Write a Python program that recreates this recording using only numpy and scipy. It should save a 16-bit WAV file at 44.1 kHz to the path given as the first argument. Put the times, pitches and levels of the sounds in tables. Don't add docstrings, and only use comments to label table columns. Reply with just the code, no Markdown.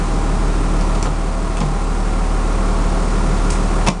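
import sys
import numpy as np
from scipy import signal
from scipy.fft import rfft, irfft, next_fast_len
from scipy.io import wavfile
from scipy.ndimage import uniform_filter1d, map_coordinates

SR = 44100
rng = np.random.default_rng(int(sys.argv[2]) if len(sys.argv) > 2 else 0)


def transcribe(signal):
    frames = np.atleast_2d(signal).T
    limited = np.clip(frames, -1, 1)
    pcm = np.round(limited * 32767).astype(np.int16)
    wavfile.write(sys.argv[1], SR, pcm)


N = 176400

FIRING_HZ, CYLINDERS = 38.06, 6
TOP_HZ = 10020
# t/s, boom level/dB, clatter level/dB, hiss level/dB
BACKGROUND_LEVELS = [(0, -24.5, -29.5, -37.5), (.7, -25, -28.5, -37.5), (1.05, -25, -29, -37.5),
                     (1.1, -28, -31, -39.5), (1.7, -27.6, -31, -39), (2.3, -26.5, -29.5, -38),
                     (2.8, -24, -28, -37), (3.3, -24, -28, -36), (3.85, -24, -26.5, -36)]


def clicks():
    # t/s, level/dB, t60/s, tilt/dB per octave
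    contacts = [(.811, -21, 0.011, -.7), (.950, -32, 0.05, 1), (1.027, -10.5, 0.009, 0.8),
                (1.056, -20.5, 0.0099, -3.5), (1.570, -18.5, 0.02, -2.5), (1.580, -25.5, .022, -2),
                (1.604, -23.5, 0.026, -1), (3.503, -19, 0.041, 5.5), (3.520, -31.5, 0.24, 4),
                (3.865, -18.5, 0.049, -2.5), (3.872, -13.5, 0.068, -2.5), (3.885, -2.5, 0.029, -3),
                (3.901, -11.5, .02, -.7)]
    # f/Hz, level/dB
    crack_colour = [(300, -5), (1000, 6), (1600, -8), (2500, 2.5), (3500, -3), (4500, 0), (6000, 0),
                    (9500, -4)]
    # f/Hz, level/dB, t60/s
    steel_modes = [(2360, -9, .05), (2600, -7.5, .05), (3460, -10, .06), (5160, -19, .05)]
    out, t = np.zeros(N), np.arange(SR // 4) / SR
    attack = 1 - np.exp(-t / 0.00019)
    for s, db, t60, tilt_db in contacts:
        crack = amp(-60 * t / t60) * coloured(rng.standard_normal(len(t)), crack_colour, tilt_db)
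        glance_db = 3 * max(tilt_db, 0)
        ring = sum(amp(level - glance_db - 60 * t / ring_s) * t60 / ring_s * np.sin(2 * np.pi * hz * t)
                   for hz, level, ring_s in steel_modes)
        add(out, s, amp(db) * (crack + ring) * attack)
    return out


def knocks():
    # t/s, level/dB, tilt/dB per octave
    blows = [(.953, -24.5, 4.5), (1.026, -20.5, -1), (1.056, -15, 1), (1.068, -16.5, 1), (1.612, -14, 2.5),
             (1.633, -19, -1), (3.505, -20.5, -1), (3.877, -8, 1), (3.886, 1.6, -1)]
    # f/Hz, level/dB, t60/s
    panel_modes = [(181.6, 0, 0.14), (303, -12, 0.069), (559, -14.5, 0.097), (717, -11.5, 0.085),
                   (869, -7, 0.064), (1029, -7, 0.045), (1174, -9, .03)]
    # f/Hz, level/dB
    thud_colour = [(70, -16), (170, -3), (400, 3.5), (1300, -8.5), (1900, -13.5), (4000, -18), (9000, -46)]
    thud_db, thud_t60_s, pivot_hz = -3.5, 0.034, 400
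    out, t = np.zeros(N), np.arange(SR // 3) / SR
    attack = 1 - np.exp(-t / .001)
    for s, db, tilt_db in blows:
        ring = np.zeros(len(t))
        for hz, level, t60 in panel_modes:
            mode_db = level + tilt_db * np.log2(hz / pivot_hz) + rng.normal(0, 1)
            mode_hz = hz * (1 + rng.normal(0, 0.015))
            ring += amp(mode_db - 60 * t / t60) * np.sin(2 * np.pi * mode_hz * t)
        noise = coloured(rng.standard_normal(len(t)), thud_colour, tilt_db)
        thud = amp(thud_db - 60 * t / thud_t60_s) * noise
        add(out, s, amp(db) * (ring + thud) * attack)
    return out


def bumps():
    # t/s, level/dB
    pushes = [(1.050, -20), (1.604, -13), (3.234, -14.5)]
    start_hz, end_hz, sag_s = 239, 146, 0.014
    rise_s, t60 = 0.0053, 0.35
    out, t = np.zeros(N), np.arange(SR // 3) / SR
    hz = end_hz + (start_hz - end_hz) * np.exp(-t / sag_s)
    thump = sine(hz) * amp(-60 * t / t60) * (1 - np.exp(-t / rise_s))
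    for s, db in pushes:
        add(out, s, amp(db) * thump)
    return out


def cabin_echo(x, t60=0.17):
    t = np.arange(SR // 2) / SR
    tail = rng.standard_normal(len(t)) * amp(-60 * t / t60) * (t > .004)
    return signal.fftconvolve(x, tail / np.linalg.norm(tail))[:N]


def drone():
    # multiple of the firing rate, level/dB at the first spot, level/dB at the second
    harmonics = [(1, -17.5, -18), (2, -35, -34), (3, -35, -36), (4, -31.5, -40), (5, -34.5, -33.5),
                 (7, -41.5, -44.5), (8, -36.5, -41.5), (14, -45.5, -42)]
    # t/s, level/dB
    drone_gain = [(0, -0.5), (.8, 2.1), (1.04, 0), (1.1, -1), (1.7, -1.5), (2.4, 2), (3.25, 1.7), (3.85, 2)]
    phase, tones = 2 * np.pi * firings(), np.zeros(N)
    for k, first_db, second_db in harmonics:
        db = microphone_move(first_db, second_db) + 0.3062 * min(k, 6) * wobble(6.02)
        offset = (k > 2) * rng.uniform(0, 2 * np.pi)
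        tones += amp(db) * np.cos(k * phase + offset)
    return np.sqrt(2) * amp(curves(drone_gain)[0]) * tones


def rumble():
    # f/Hz, level/dB
    boom_colour = [(12, -4), (30, -7), (55, 4.5), (80, -5), (100, 2), (125, -1), (165, 4), (225, -0.5),
                   (320, -1), (425, -1), (500, -9), (800, -31.5), (2000, -76)]
    # f/Hz, level/dB
    clatter_colour = [(200, -19.5), (480, -3.5), (590, -1.5), (670, 1), (850, -.5), (1000, 0.7),
                      (1120, -0.5), (1230, -1), (1400, -1.5), (1530, -9), (1950, -11), (2500, -13.5),
                      (3200, -23), (9000, -35.5)]
    boom_db, clatter_db, _ = curves(BACKGROUND_LEVELS)
    boom = coloured(combustion(repeat_share=.62), boom_colour)
    clatter = coloured(combustion(repeat_share=0.51), clatter_colour)
    return amp(boom_db) * boom + amp(clatter_db) * clatter


def combustion(repeat_share):
    count = firings()
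    cycle = rng.standard_normal(round(SR * CYLINDERS / FIRING_HZ))
    cycle = unit(irfft(np.exp(1j * np.angle(rfft(cycle)))))
    repeated = map_coordinates(cycle, [count / CYLINDERS % 1 * len(cycle)], mode="grid-wrap")
    noise = np.sqrt(repeat_share) * repeated + np.sqrt(1 - repeat_share) * rng.standard_normal(N)
    return noise * firing_swell(count, depth=0.095)


def whines():
    # f/Hz, level/dB at the first spot, level/dB at the second
    tones = [(646.4, -46, -48), (670.5, -54, -44), (758.5, -59, -42), (800.4, -38, -44),
             (951, -47.5, -46.5), (1034, -45, -54), (1076, -59, -43.5), (1117, -50.5, -43.5),
             (1384, -59.5, -45.5)]
    waver_db, drift_hz, lowest_hz = 3.5, 1.263, tones[0][0]
    out = np.zeros(N)
    for hz, first_db, second_db in tones:
        db = microphone_move(first_db, second_db) + waver_db * wobble(4.06)
        out += amp(db) * sine(hz + drift_hz * hz / lowest_hz * wobble(14))
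    return np.sqrt(2) * out


def hiss():
    # f/Hz, level/dB
    hiss_colour = [(300, -4), (3000, 0.5), (4500, 0.5), (5800, 0.3), (7000, 0.2), (9000, -0.7),
                   (10000, -2.5)]
    swell = firing_swell(firings(), depth=0.077)
    return amp(curves(BACKGROUND_LEVELS)[2]) * swell * coloured(rng.standard_normal(N), hiss_colour)


def firings(first_s=0.00197):
    return FIRING_HZ * (np.arange(N) / SR - first_s) + 0.0082 * wobble(8)


def firing_swell(count, depth, lag_s=0.0067):
    return 1 + depth * np.cos(2 * np.pi * (count - lag_s * FIRING_HZ))


def microphone_move(first_db, second_db, start_s=0.63, end_s=2.05):
    return np.interp(np.arange(N) / SR, [start_s, end_s], [first_db, second_db])


def amp(db):
    return 10 ** (np.asarray(db) / 20)


def unit(x):
    return x / np.sqrt(np.mean(x ** 2) + 1e-20)


def sine(hz):
    return np.sin(2 * np.pi * np.cumsum(hz) / SR)


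def curves(rows):
    s, *columns = np.transpose(rows)
    return [np.interp(np.arange(N) / SR, s, column) for column in columns]


def wobble(rate):
    return map_coordinates(rng.standard_normal(int(N * rate / SR) + 4), [np.arange(N) * rate / SR])


def coloured(x, points, tilt_db=0):
    hz = np.fft.rfftfreq(len(x), 1 / SR) + 1
    f, db = np.transpose(points)
    octaves = np.log2(np.clip(hz, f[0], f[-1]))
    gain = amp(np.interp(np.log(hz), np.log(f), db) + tilt_db * octaves)
    return unit(irfft(rfft(x) * gain * (hz < TOP_HZ + 500), len(x)))


def add(track, s, sound):
    part = track[round(s * SR):][:len(sound)]
    part += sound[:len(part)]


def scene():
    bus = drone() + rumble() + whines() + hiss()
    door = clicks() + knocks() + bumps()
    return (bus + door + amp(-4.5) * cabin_echo(door))[None]


def record(dry):
    limit_db, window_s, release_db_per_s = -10.5, 0.0056, 19
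    sense_above_hz, clip_db = 100, -6
    size = int(window_s * SR)
    sensed = signal.sosfilt(signal.butter(2, sense_above_hz, "highpass", fs=SR, output="sos"), dry[0])
    power = np.abs(uniform_filter1d(sensed ** 2, size, origin=size // 4))
    excess_db = np.maximum(10 * np.log10(power + 1e-12) - limit_db, 0)
    recovery_db = release_db_per_s * np.arange(N) / SR
    ducked = dry * amp(recovery_db - np.maximum.accumulate(excess_db + recovery_db))
    rounded = ducked / (1 + np.abs(ducked / amp(clip_db)) ** 10) ** (1 / 10)
    padded = next_fast_len(N + SR // 2)
    lowpass = np.clip((TOP_HZ + 100 - np.fft.rfftfreq(padded, 1 / SR)) / 200, 0, 1) ** 2
    return irfft(rfft(rounded, padded) * lowpass, padded)[:, :N]


dry = scene()
out = record(dry)
transcribe(out)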